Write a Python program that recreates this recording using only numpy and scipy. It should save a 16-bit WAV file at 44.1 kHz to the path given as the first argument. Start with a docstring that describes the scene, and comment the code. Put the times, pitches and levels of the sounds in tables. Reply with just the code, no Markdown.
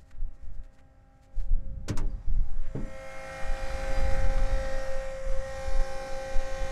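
"""Small pump below a harvester deck

On top of a parked harvester in a windy field, with a head-worn microphone. Somewhere below, an electric
pump whines, whirrs and faintly ticks: shielded by a tank at first, loud once we turn and step into view.
Wind buffets the diaphragm and clothes rustle close by. Underfoot, boots knock on the sheet-metal deck
and a loose fitting rattles."""
import sys
import numpy as np
from scipy import signal
from scipy.fft import rfft, irfft
from scipy.io import wavfile
from scipy.ndimage import uniform_filter1d

SR = 44100
rng = np.random.default_rng(int(sys.argv[2]) if len(sys.argv) > 2 else 0)


def transcribe(signal):
    """Save signal, clipped to [-1, 1], as a 16-bit WAV file at the path in sys.argv[1]."""
    frames = np.atleast_2d(signal).T
    limited = np.clip(frames, -1, 1)
    pcm = np.round(limited * 32767).astype(np.int16)
    wavfile.write(sys.argv[1], SR, pcm)


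N = 295911
TIME = np.arange(N) / SR


def amp(db):
    return 10 ** (np.asarray(db) / 20)


def unit_rms(x):
    return x / np.sqrt(np.mean(x ** 2) + 1e-20)


def smooth(x, size):
    return uniform_filter1d(uniform_filter1d(x, size), size)


def at_pitch(spectrum, hz):
    f, db = np.transpose(spectrum)
    return np.interp(np.log(hz + 1), np.log(f + 1), db)


def at_time(table, t):
    s, *columns = np.transpose(table)
    return np.array([np.interp(t, s, column) for column in columns])


def drift(t, top_hz, count):
    """Rows of random wander near rms 1: sines of random phase, the slow ones larger."""
    f = np.geomspace(top_hz / 10, top_hz, 12)
    waves = np.sin(2 * np.pi * (f[:, None] * t + rng.random((count, len(f), 1)))) / np.sqrt(f)[:, None]
    return waves.sum(1) / np.sqrt(np.sum(.5 / f))


def coloured(x, spectrum):
    return irfft(rfft(x) * amp(at_pitch(spectrum, np.fft.rfftfreq(len(x), 1 / SR))), len(x))


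def resonant_noise(length, peaks):
    """Noise through broad resonances, each passed twice for steep sides; rms 1."""
    noise = rng.standard_normal(length)
    filters = [(amp(db), signal.iirpeak(hz, hz / width, SR)) for hz, width, db in peaks]
    return unit_rms(sum(gain * signal.lfilter(*ba, signal.lfilter(*ba, noise)) for gain, ba in filters))


def shaped_noise(db, size):
    """Noise whose density in dB is given for every bin and frame."""
    bins = rng.standard_normal(db.T.shape).T + 1j * rng.standard_normal(db.T.shape).T
    return signal.istft(bins * amp(db) * np.sqrt(SR / size), nperseg=size, noverlap=size * 3 // 4)[1][:N]


def decay(t, db, t60):
    return amp(db - 60 * t / t60)


def struck_modes(t, modes, uneven_db, pitch=1):
    """Decaying sines of struck metal, in a new mix for each strike."""
    mix_db = uneven_db * rng.standard_normal(len(modes))
    return sum(decay(t, db + offset, t60) * np.sin(2 * np.pi * pitch * hz * t)
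               for (hz, db, t60), offset in zip(modes, mix_db))


# Where we stand. Each row: time in seconds, stance (0 behind the tank, 4 facing the pump, 8 turned away).
STANCE = [(1.6, 0), (2.35, 1), (3.0, 2), (3.5, 3), (3.95, 4), (4.6, 5), (5.25, 6), (5.75, 7), (6.5, 8)]


def by_stance(db, t):
    """Blends levels given at evenly spaced stances as the microphone moves."""
    return np.interp(at_time(STANCE, t)[0], np.linspace(0, STANCE[-1][1], len(db)), db)


# How much of the pump reaches the microphone. Each row: time in seconds, path level in dB.
PATH = [(0.0, -74.5), (0.55, -72.5), (1.0, -74), (1.8, -72.5), (2.05, -66.5), (2.4, -65), (2.67, -62),
        (2.9, -54.5), (3.1, -50), (3.38, -45), (3.5, -45.5), (3.65, -44), (3.85, -42), (4.3, -44.5),
        (4.75, -46), (5.05, -49.5), (5.22, -53.5), (5.44, -51.5), (5.65, -48.5), (6.0, -48), (6.3, -48),
        (6.71, -47.5)]
# Its colour from where we stand. 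Each row: frequency in Hz, then gain in dB at each of nine stances.
PATH_COLOUR = [(400, -1.5, -1, -12.5, -16, -12.5, -10.5, -13, -13, -13.5),
               (990, -3, -2, -9.5, -10, -9.5, -6.5, -4.5, -7.5, -7),
               (1750, -2, -5.5, -1, -2.5, -4.5, -4, 1.5, -5, -5.5),
               (2730, -1, -4.5, -3.5, -2, -1.5, -3, 5, -2.5, -2),
               (4160, -20, -13, -16.5, -13.5, -13, -9.5, -14, -9.5, -10.5),
               (5500, -16, -11, -11, -9.5, -10.5, -11.5, -7, -4.5, -5.5),
               (7740, -17, -11.5, -10, -13.5, -15, -10.5, -6, -6, -9),
               (11000, -17, -14, -8.5, -12.5, -12, -11, -9, -7.5, -10.5)]


def path_db(hz, t):
    """The way from pump to microphone at each pitch and moment: one level, coloured by the stance."""
    bands = np.arange(len(PATH_COLOUR))
    place = np.interp(np.log(hz + 1), np.log([row[0] for row in PATH_COLOUR]), bands)
    shares = np.maximum(1 - abs(place[:, None] - bands), 0)
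    return at_time(PATH, t)[0] + shares @ np.array([by_stance(db, t) for _, *db in PATH_COLOUR])


# The clearest shaft orders (multiples of the turning rate) swell and fade as the head moves.
# Each row: time in seconds, then levels in dB of orders 10, 12 and 15.
WHINE = [(0.0, -75, -78, -76), (0.7, -70.5, -75.5, -75.5), (1.1, -75.5, -78, -70), (1.4, -65, -79, -69.5),
         (1.57, -62.5, -78, -74), (1.68, -60.5, -82, -85), (1.83, -66, -78, -70), (2.1, -60, -80, -72),
         (2.27, -78, -74, -73), (2.4, -68.5, -75, -74), (2.5, -68.5, -73, -60), (2.63, -63, -70, -86),
         (2.73, -55.5, -63.5, -84), (2.93, -47, -55.5, -60), (3.2, -46, -54, -52), (3.45, -45.5, -51, -48),
         (3.74, -41.5, -55, -48.5), (3.94, -38.5, -50.5, -45.5), (4.15, -38.5, -56, -44.5),
         (4.4, -40, -61, -47), (4.75, -37, -52.5, -48.5), (5.1, -38.5, -60, -53.5),
         (5.23, -39.5, -63.5, -69), (5.42, -39, -78, -53.5), (5.6, -40, -74, -47.5),
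         (5.8, -41.5, -76, -47.5), (6.1, -39.5, -70, -45.5), (6.4, -39.5, -61, -48.5),
         (6.71, -40.5, -69, -48.5)]
# Two neighbours beat into a buzz. Each row: time in seconds, then levels in dB of orders 35 and 36.
BUZZ = [(0.0, -83.5, -92), (0.7, -81, -88), (1.4, -89, -92), (1.68, -97, -92), (2.27, -78, -84),
        (2.55, -86, -85), (2.85, -64, -66), (3.0, -56, -61), (3.08, -62, -67), (3.43, -50, -55.5),
        (3.82, -61, -57), (3.95, -60, -52), (4.23, -51, -56), (4.31, -59, -60), (4.34, -55, -55),
        (4.37, -64, -59), (4.64, -49.5, -51), (4.74, -48.5, -56), (4.99, -53.5, -69), (5.13, -55, -68),
        (5.2, -65, -58), (5.27, -58, -62), (5.34, -70, -65), (5.44, -52, -55), (5.58, -51, -63),
        (5.7, -60, -63), (5.72, -62, -55), (6.14, -64, -60), (6.29, -55, -52), (6.36, -61, -61),
        (6.39, -55, -57), (6.7, -55, -55)]
# A rough, high ringing. Each row: time in seconds, then levels in dB of orders 90 and 135.
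RING = [(1.8, -105, -105), (2.05, -88, -100), (2.12, -88, -100), (2.35, -86, -95), (2.55, -97, -89),
        (2.75, -82, -75), (2.95, -75, -74), (3.1, -73, -82), (3.4, -77, -80), (3.7, -59.5, -73),
        (3.78, -66, -73), (3.88, -72, -73), (3.94, -56, -71), (4.03, -62, -72), (4.1, -68, -80),
        (4.2, -84, -84), (4.55, -71, -78), (4.8, -75, -70), (5.1, -86, -86), (5.5, -83, -72),
        (5.75, -73, -80), (6.1, -84, -80), (6.71, -84, -76)]
# Weaker tones. Each row: order, then dB on the path level behind the tank, facing and turned away.
OVERTONES = [(3, -14, -11, -10), (6, -24, -24, -24), (9, -26, -19, -12), (14, -17, -12, -9),
             (16, -18, -19, -16), (19, -28, -22, -30), (22, -22, -18, -17), (24, -18, -16, -24),
             (26, -33, -19, -21), (33, -40, -16, -19), (34, -21, -26, -23), (37, -31, -23, -26),
             (39, -27, -17, -16), (41, -28, -22, -21), (43, -34, -23, -24), (44, -28, -18, -18),
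             (46, -29, -25, -26), (47, -40, -29, -27)]
# The orders that change most with where we stand, and a row of levels for each.
# Each row: dB on the path level at each of nine stances.
SHRILL_ORDERS = [5, 7, 11, 20, 25, 29, 30, 40, 45, 56, 57, 60, 61, 62, 65, 70, 71, 75, 89, 93, 95, 99, 105,
                 119, 120, 125, 126, 140, 150, 154, 170, 200, 205, 215]
SHRILL = [(1.5, -3.5, -20, -18.5, -13, -7.5, -22, -14.5, -11.5),
          (-11, -12.5, -22.5, -19.5, -15, -24, -29, -12, -10.5),
          (-8, -21, -33, -37, -30, -10.5, -9, -14.5, -15), (-19, -19, -11, -21, -19, -17, -8, -7.5, -7.5),
          (-9.5, -20, -7.5, -9.5, -16.5, -9, -10.5, -9.5, -17.5),
          (-44, -17, -13, -8.5, -8.5, -11, -11, -7.5, -5), (-9.5, -18, -12, -13, -25, -9, -17, -9, -18),
          (-18, -21, -3.5, -13, -12.5, -18, -10.5, -13, -13),
          (-54, -35, -11, -12, -19, -16, -21, -12.5, -12.5), (-34, -29, -26, -24, -37, -42, -42, -44, -43),
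          (-28, -41, -35, -41, -28, -24, -23, -22, -16), (-43, -41, -24, -33, -40, -29, -40, -45, -43),
          (-39, -46, -23, -29, -36, -33, -40, -45, -44), (-49, -42, -39, -45, -40, -40, -45, -43, -35),
          (-33, -40, -33, -40, -40, -30, -23, -30, -17), (-39, -30, -28, -38, -27, -20, -24, -19, -19),
          (-50, -40, -43, -42, -36, -39, -40, -35, -18), (-43, -31, -45, -23, -18.5, -34, -35, -20, -40),
          (-43, -42, -43, -36, -28, -40, -36, -40, -23), (-36, -42, -26, -35, -36, -32, -33, -41, -34),
          (-42, -38, -35, -45, -35, -22, -31, -19, -22), (-42, -38, -42, -39, -35, -31, -45, -26, -33),
          (-43, -35, -40, -35, -41, -19, -20, -26, -19), (-43, -43, -41, -44, -40, -42, -40, -39, -23),
          (-45, -30, -45, -42, -44, -31, -30, -29, -19), (-45, -28, -33, -46, -42, -40, -33, -38, -23),
          (-35, -33, -31, -40, -42, -39, -32, -29, -23), (-24, -40, -42, -38, -24, -34, -27, -37, -26),
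          (-38, -39, -27, -24, -26, -35, -34, -44, -44), (-42, -39, -42, -40, -30, -40, -40, -35, -25),
          (-42, -46, -41, -35, -32, -41, -40, -43, -44), (-47, -39, -27, -38, -43, -32, -30, -36, -30),
          (-44, -41, -35, -41, -37, -37, -27, -25, -34), (-42, -38, -42, -40, -36, -33, -33, -35, -32)]
# Three glints in the treble: their orders, and their levels in dB on the coloured path.
GLINT_ORDERS = [50, 107, 155]
GLINT_DB = [-24, -21, -25]
SHAFT_HZ, TOP_ORDER = 53.43, 225


def pump_whine(wobble=.0008, flicker_db=.8, over_whirr_db=8, vane_db=3, neighbour_db=-7):
    """Sines locked to one slightly wavering shaft; returns the sound and the running count of turns."""
    t = TIME[::256]
    speed = SHAFT_HZ * (1 + wobble * drift(t, top_hz=4, count=1)[0])
    turns = np.cumsum(np.interp(TIME, t, speed)) / SR
    path_level = at_time(PATH, t)[0]

    levels = dict(zip((10, 12, 15), at_time(WHINE, t) + flicker_db * drift(t, top_hz=24.89, count=3)))
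    levels.update(zip((35, 36), at_time(BUZZ, t) + flicker_db * drift(t, top_hz=24.35, count=2)))
    for (order, *db), fade_db in zip(OVERTONES, 1.8 * drift(t, top_hz=3.5, count=len(OVERTONES))):
        levels[round(order)] = path_level + by_stance(db, t) + fade_db

    # a comb of high orders follows the whirr's spectrum, multiples of the five vanes louder
    high = np.arange(max(levels) + 1, TOP_ORDER)
    comb_db = at_pitch(WHIRR, high * SHAFT_HZ) + over_whirr_db + vane_db * (high % 5 == 0)
    comb_db += 2.5 * rng.standard_normal(len(high))
    comb_db[np.array(GLINT_ORDERS) - high[0]] = GLINT_DB
    fades_db = 4 * drift(t, top_hz=2.5, count=len(high))
    levels.update(zip(high, comb_db[:, None] + path_db(high * SHAFT_HZ, t) + fades_db))

    shrill_db = path_level + np.array([by_stance(db, t) for db in SHRILL])
    shrill_db += 1.3 * drift(t, top_hz=5, count=len(SHRILL))
    shrill_db += flicker_db * drift(t, top_hz=25.11, count=len(SHRILL))
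    levels.update(zip(SHRILL_ORDERS, shrill_db))

    ring_db = at_time(RING, t) + 1.8 * drift(t, top_hz=59.9, count=2)
    levels.update(zip((90, 135), ring_db))
    levels.update(zip((91, 136), ring_db + neighbour_db))  # each pair beats once a turn

    out, phasor = np.zeros(N), np.ones(N, complex)
    shaft = np.exp(2j * np.pi * turns)
    for order, phase in enumerate(np.exp(2j * np.pi * rng.random(TOP_ORDER - 1)), start=1):
        phasor *= shaft  # spins at order times the shaft's speed
        if order in levels:
            out += np.sqrt(2) * np.interp(TIME, t, amp(levels[order])) * (phase * phasor).imag
    return out, turns


# The rush from the pump below. Each row: frequency in Hz, density in dB on the coloured path.
WHIRR = [(120, -27), (240, -17.5), (340, -25), (450, -27), (700, -28), (1100, -29.5), (1500, -30.5),
         (2200, -37), (2900, -43), (4000, -33.5), (6000, -35.5), (8000, -40), (11000, -47), (12500, -53.5),
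         (14500, -57.5), (15700, -79)]


def pump_whirr(turns, patchy_db=2, shaft_depth=.12, vane_depth=.18, throb_below_hz=2800):
    """Brush and flow noise in drifting patches; the low part throbs each turn and at each of five vanes."""
    hz, t = np.fft.rfftfreq(1024, 1 / SR), np.arange(N // 256 + 5) * 256 / SR
    patches = rng.standard_normal((len(t), len(hz))).T
    patches = unit_rms(uniform_filter1d(uniform_filter1d(patches, size=8, axis=0), size=40, axis=1))
    noise = shaped_noise(path_db(hz, t) + at_pitch(WHIRR, hz)[:, None] + patchy_db * patches, size=1024)
    low = signal.sosfiltfilt(signal.butter(4, throb_below_hz, fs=SR, output="sos"), noise)
    throb = shaft_depth * np.cos(2 * np.pi * turns) + vane_depth * np.cos(2 * np.pi * 5 * turns)
    return noise + low * throb


# Breeze off the field. Each row: time in seconds, then sway, heave and flutter levels in dB.
BREEZE = [(0.0, -53, -55, -58), (0.36, -51, -48, -62), (0.6, -39, -34, -64), (0.7, -60, -47, -61),
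          (0.9, -57, -62, -60.5), (1.3, -70, -63, -62), (1.6, -40, -36, -42), (2.15, -41, -40.5, -46),
          (2.24, -53, -61, -53), (2.5, -19, -41, -56), (2.7, -19, -42, -51), (2.78, -31, -48, -53),
          (2.9, -40, -42, -49.5), (3.05, -36, -48, -57.5), (3.2, -36, -46, -58), (3.38, -54, -61, -51),
          (3.6, -41, -30, -59), (4.15, -34, -32, -34), (4.6, -38, -29, -45), (5.0, -49, -29.5, -56),
          (5.5, -43, -36, -46), (6.0, -39, -34, -56.5), (6.28, -42, -38, -48.5), (6.71, -33, -32, -50)]
# Gusts right on the microphone. Each row: start and length in seconds, heave and buffet levels in dB.
GUSTS = [(0.172, 0.11, -23, -40.5), (0.441, 0.16, -30.5, -38.5), (1.378, 0.018, -14, -37),
         (1.44, 0.068, -24, -53), (1.513, 0.072, -13.5, -30), (1.656, 0.016, -32, -38),
         (1.954, 0.12, -19.5, -52), (2.293, .12, -12.5, -24), (2.438, 0.032, -17.5, -31.5),
         (2.51, 0.046, -28, -38.5), (2.098, 0.072, -37, -35), (2.811, 0.034, -24, -46),
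         (3.452, 0.048, -17, -37.5), (3.563, 0.079, -29.5, -37.5), (3.698, 0.04, -40, -31),
         (3.79, 0.055, -36, -38), (3.885, 0.019, -21, -43), (3.982, 0.19, -13.5, -26.5),
         (4.235, 0.062, -10.5, -23), (4.343, 0.087, -12, -26.5), (4.527, 0.027, -20, -27),
         (4.607, 0.027, -28, -34.5), (4.723, 0.056, -24, -59), (4.893, 0.15, -25, -42),
         (5.274, 0.11, -20.5, -36.5), (5.685, 0.12, -13, -33.5), (5.904, 0.057, -31, -45),
         (6.108, 0.034, -26, -57), (6.378, 0.015, -4.5, -32), (6.498, 0.031, -24, -51),
         (6.6, 0.045, -28, -32)]


def wind_levels(rise_db_per_s=705, fall_db_per_s=312, breeze_buffet_db=4, gust_flutter_db=-15.5):
    """Sway, heave, buffet and flutter in dB: a breeze, and gusts that strike fast, hold and die away."""
    t = TIME[::64]
    sway, heave, flutter = at_time(BREEZE, t)
    power = amp([heave, flutter + breeze_buffet_db, flutter]) ** 2
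    for start, length, heave_db, buffet_db in GUSTS:
        edges_db = np.minimum((t - start) * rise_db_per_s, (start + length - t) * fall_db_per_s)
        held_db = np.array([heave_db, buffet_db, buffet_db + gust_flutter_db])
        power += amp(held_db[:, None] + np.minimum(edges_db, 0)) ** 2
    return [np.interp(TIME, t, db) for db in (sway, *10 * np.log10(power))]


# Four bands of wind at the diaphragm, slowest first. Each row: frequency in Hz, gain in dB.
SWAY = [(1, -6.5), (4, 5), (12, -6.5), (20, -8), (30, -32), (60, -76), (1000, -190)]
HEAVE = [(2, -8.5), (5, -0.5), (16, -2.5), (28, -8.5), (45, -41), (80, -52), (200, -100.5), (1000, -170)]
BUFFET = [(15, -36.5), (35, 6), (55, 0.5), (80, -6), (130, -44), (300, -83), (1500, -160)]
FLUTTER = [(40, -7.5), (85, 6.5), (130, -0.5), (200, -8), (300, -26), (450, -30.5), (800, -69),
           (3000, -150)]


def wind(eddies_per_s=(66, 60, 120, 360), uneven_db=2.5, average_s=.086):
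    """Single eddies press on the diaphragm: a slow sway, a heave, heavy buffets and a quicker flutter."""
    out = np.zeros(N)
    for spectrum, db, rate in zip((SWAY, HEAVE, BUFFET, FLUTTER), wind_levels(), eddies_per_s):
        eddies = (rng.random(N) < rate / SR) * rng.choice([-1, 1], N)
        pressure = coloured(eddies * amp(uneven_db * rng.standard_normal(N)), spectrum)
        # even out the eddies so that breeze and gusts set the strength
        power = smooth(pressure ** 2, int(average_s * SR))
        out += amp(smooth(db, 400)) * pressure / np.sqrt(power + .29 * power.mean())
    return out


# Clothes, just under the microphone.
# Each row: middle in seconds, hiss and crease levels in dB, half length in seconds.
RUSTLES = [(.01, -71.5, -75, 0.022), (0.085, -75.5, -78, 0.032), (0.114, -68, -58.5, 0.006),
           (0.149, -95, -71, 0.012), (0.353, -76, -81, 0.018), (0.44, -82, -79, 0.04),
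           (0.47, -88, -91, 0.11), (0.55, -77, -81, 0.021), (0.649, -74.5, -71, 0.018),
           (0.747, -75.5, -76, 0.023), (0.796, -74.5, -64.5, 0.014), (1.17, -85, -83, .05),
           (1.244, -71, -70.5, 0.02), (1.407, -71, -75, 0.06), (1.409, -76, -63, 0.011),
           (2.66, -86, -61.5, 0.04)]
# The colours of sliding and creasing cloth. Each row: centre and width in Hz, gain in dB.
CLOTH_HISS = [(6700, 1800, 22), (4900, 6200, 30), (10500, 6000, -16)]
CREASE = [(950, 560, 14), (1570, 1500, 31), (1810, 230, 22.5), (3200, 2200, -7)]


def clothes_rustle(grainy_db=2.2):
    """Cloth slides for a moment: a swell of grainy hiss with a duller crease."""
    hiss, crease = np.zeros(N), np.zeros(N)
    for middle, hiss_db, crease_db, half_length in RUSTLES:
        swell = np.exp(-abs((TIME - middle) / half_length) ** 1.9)
        hiss += amp(hiss_db) * swell
        crease += amp(crease_db) * swell
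    grain = amp(grainy_db * unit_rms(uniform_filter1d(rng.standard_normal(N), size=130)))
    return grain * (hiss * resonant_noise(N, CLOTH_HISS) + crease * resonant_noise(N, CREASE))


# A faint tick down in the machine. Each row: centre and width in Hz, gain in dB.
TICK = [(1300, 620, 11), (2160, 2000, -1)]
# Its level at each of nine stances, in dB on the path level.
TICK_DB = [-6, 0, -5, 8, 3.5, 3, 3, -1, -2]


def machine_ticks(first_s=.0545, every_s=.1351, uneven_db=1.5, t60=.05, rise_s=.002):
    """A short dull tick at a steady beat, rising and falling with the pump's path level."""
    out, t = np.zeros(N), TIME[:SR // 10]
    attack = 1 - np.exp(-t / rise_s)
    for start in np.arange(first_s, TIME[-1], every_s):
        db = at_time(PATH, start)[0] + by_stance(TICK_DB, start) + uneven_db * rng.standard_normal()
        tick = attack * decay(t, db, t60) * resonant_noise(len(t), TICK)
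        slot = out[round(start * SR):][:len(t)]
        slot += tick[:len(slot)]
    return out


# Boots, a body's height below the microphone. Each row: start in seconds; grit, clack, thump, boom and
# ring levels in dB; thump pitch in Hz; thump t60 and rise time in seconds; clack and grit pitch as
# ratios; boom pitch in Hz.
KNOCKS = [(1.879, -95, -52, -30.5, -50, -57, 480, 0.038, 0.0014, 0.64, 1, 110),
          (1.882, -32.5, -35, -39, -50, -47, 487, 0.092, 0.0033, 1, 0.95, 110),
          (1.893, -56, -51, -20.5, -16.5, -45, 309, 0.1, 0.011, 0.86, .93, 106.3),
          (1.973, -38.5, -39.5, -39, -58, -41, 420, 0.068, 0.00044, 0.85, 1.06, 110),
          (2.749, -95, -47.5, -25.5, -25.5, -42, 400, 0.074, 0.0034, 0.59, 1, 132),
          (2.765, -95, -50, -29.5, -34, -54, 206, 0.12, 0.0026, 0.52, 1, 150),
          (2.787, -95, -56, -31, -43, -47.5, 216, 0.17, 0.003, 0.66, 1, 165)]
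# Grit and clack under the sole. Each row: centre and width in Hz, gain in dB.
GRIT = [(4400, 4000, 18), (5940, 3400, 23), (8040, 5200, -9), (10200, 3100, -13)]
CLACK = [(680, 560, 30.5), (1220, 1240, 35), (1910, 1400, 17), (2830, 450, -13)]
# The soft sole dulls the thump. Each row: frequency in Hz, gain in dB.
SOLE = [(70, -8), (110, 17), (500, 1.5), (1000, -44), (3000, -32)]
# The sheet metal we stand on. Each row: frequency in Hz, level in dB, t60 in seconds.
DECK_MODES = [(123, 7, 0.12), (147.5, -4, 0.35), (172, -10, 0.63), (208.3, -1, 0.66), (253, -4, 0.28),
              (286.3, -1, 0.25), (304, -2, 0.26), (320, 0, 0.049), (388, -1.5, 0.14), (422, -5, 0.12),
              (488, -11, 0.21), (597, -2.5, 0.12), (664, -17, 0.18), (831, -8, 0.13), (930, -12.5, 0.092),
              (1125, -10, 0.076)]


def boot_knocks(scrape_s=.063):
    """A sole lands with grit, clack and thump; the deck booms as it flexes and rings in its modes."""
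    out, t = np.zeros(N), TIME[:SR // 2]
    for (start, grit_db, clack_db, thump_db, boom_db, ring_db,
         thump_hz, thump_t60, rise_s, clack_pitch, grit_pitch, boom_hz) in KNOCKS:
        grit = resonant_noise(len(t), np.multiply(GRIT, [grit_pitch, grit_pitch, 1]))
        clack = resonant_noise(len(t), np.multiply(CLACK, [clack_pitch, clack_pitch, 1]))
        thud = resonant_noise(len(t), [(thump_hz, .96 * thump_hz, 0)])
        thump = unit_rms(coloured(thud, SOLE)) + .58 * np.sin(2 * np.pi * thump_hz * t)
        boom = np.sin(2 * np.pi * boom_hz * t)
        knock = grit * decay(t, grit_db, t60=.07) + clack * decay(t, clack_db, t60=.15)
        knock += thump * decay(t, thump_db, thump_t60) + boom * decay(t, boom_db, t60=.14)
        knock *= 1 - np.exp(-t / rise_s)

        modes = struck_modes(t, DECK_MODES, uneven_db=2)  # each step lands on another spot
        scrape = rng.standard_normal(len(t)) * np.exp(-t / scrape_s)
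        ring = signal.fftconvolve(scrape, modes)[:len(t)]
        knock += amp(ring_db) * ring / np.sqrt(np.mean(ring[:SR // 10] ** 2))
        out[round(start * SR):][:len(t)] += knock
    return out


# A rattle just after the first step. Each row: start in seconds, level in dB, pitch as a ratio.
CLINKS = [(2.067, -66, 1.19), (2.078, -76, 1), (2.088, -71, 1), (2.095, -71, 1), (2.102, -66, 1),
          (2.108, -68, 1), (2.12, -71, .98), (2.13, -74, .96), (2.137, -75, 1), (2.162, -77, 1),
          (2.177, -74, 1.02)]
# The loose fitting. Each row: frequency in Hz, level in dB, t60 in seconds.
FITTING_MODES = [(4730, 3, 0.033), (5300, -10, .025), (5950, -6, .025), (6900, -10, .02), (8100, -10, .03)]


def fitting_rattle(rise_s=.0005):
    """Each light tap rings the modes of a loose fitting in its own mix."""
    out, t = np.zeros(N), TIME[:SR // 20]
    attack = 1 - np.exp(-t / rise_s)
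    for start, db, pitch in CLINKS:
        modes = struck_modes(t, FITTING_MODES, uneven_db=3, pitch=pitch)
        out[round(start * SR):][:len(t)] += amp(db) * attack * modes
    return out


def scene():
    """Everything that reaches the microphone up on the deck, in mono."""
    whine, turns = pump_whine()
    machine = whine + pump_whirr(turns) + machine_ticks()
    return (machine + wind() + clothes_rustle() + boot_knocks() + fitting_rattle())[None]


# The microphone's own hiss. Each row: frequency in Hz, density in dB per Hz.
MIC_HISS = [(500, -125), (2000, -124), (6000, -126), (12000, -133), (16000, -142)]


def record(dry, bass_hz=150, knee_db=-17, squeeze=.65, recover_db_per_s=80, bend=.6, top_hz=15720):
    """The head-worn microphone: gain control ducks the bass in hard buffets; hiss; a band limit."""
    bass = signal.sosfiltfilt(signal.butter(2, bass_hz, fs=SR, output="sos"), dry)
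    peak_db = 20 * np.log10(abs(bass) + 1e-9)
    recovery_db = TIME * recover_db_per_s
    held_db = np.maximum.accumulate(peak_db + recovery_db, axis=1) - recovery_db
    duck_db = squeeze * smooth(np.maximum(held_db - knee_db, 0), 400)
    shaken = (dry - bass) * (1 + bend * bass)  # wind pressure changes the diaphragm's sensitivity
    hiss = coloured(rng.standard_normal(N), MIC_HISS) * np.sqrt(SR / 2)
    padded = np.pad(shaken + bass / amp(duck_db) + hiss, [(0, 0), (512, 512)], "reflect")
    lowpass = signal.firwin(1025, top_hz, window=("kaiser", 9), fs=SR)
    return signal.oaconvolve(padded, lowpass[None], "valid")


dry = scene()
out = record(dry)
transcribe(out)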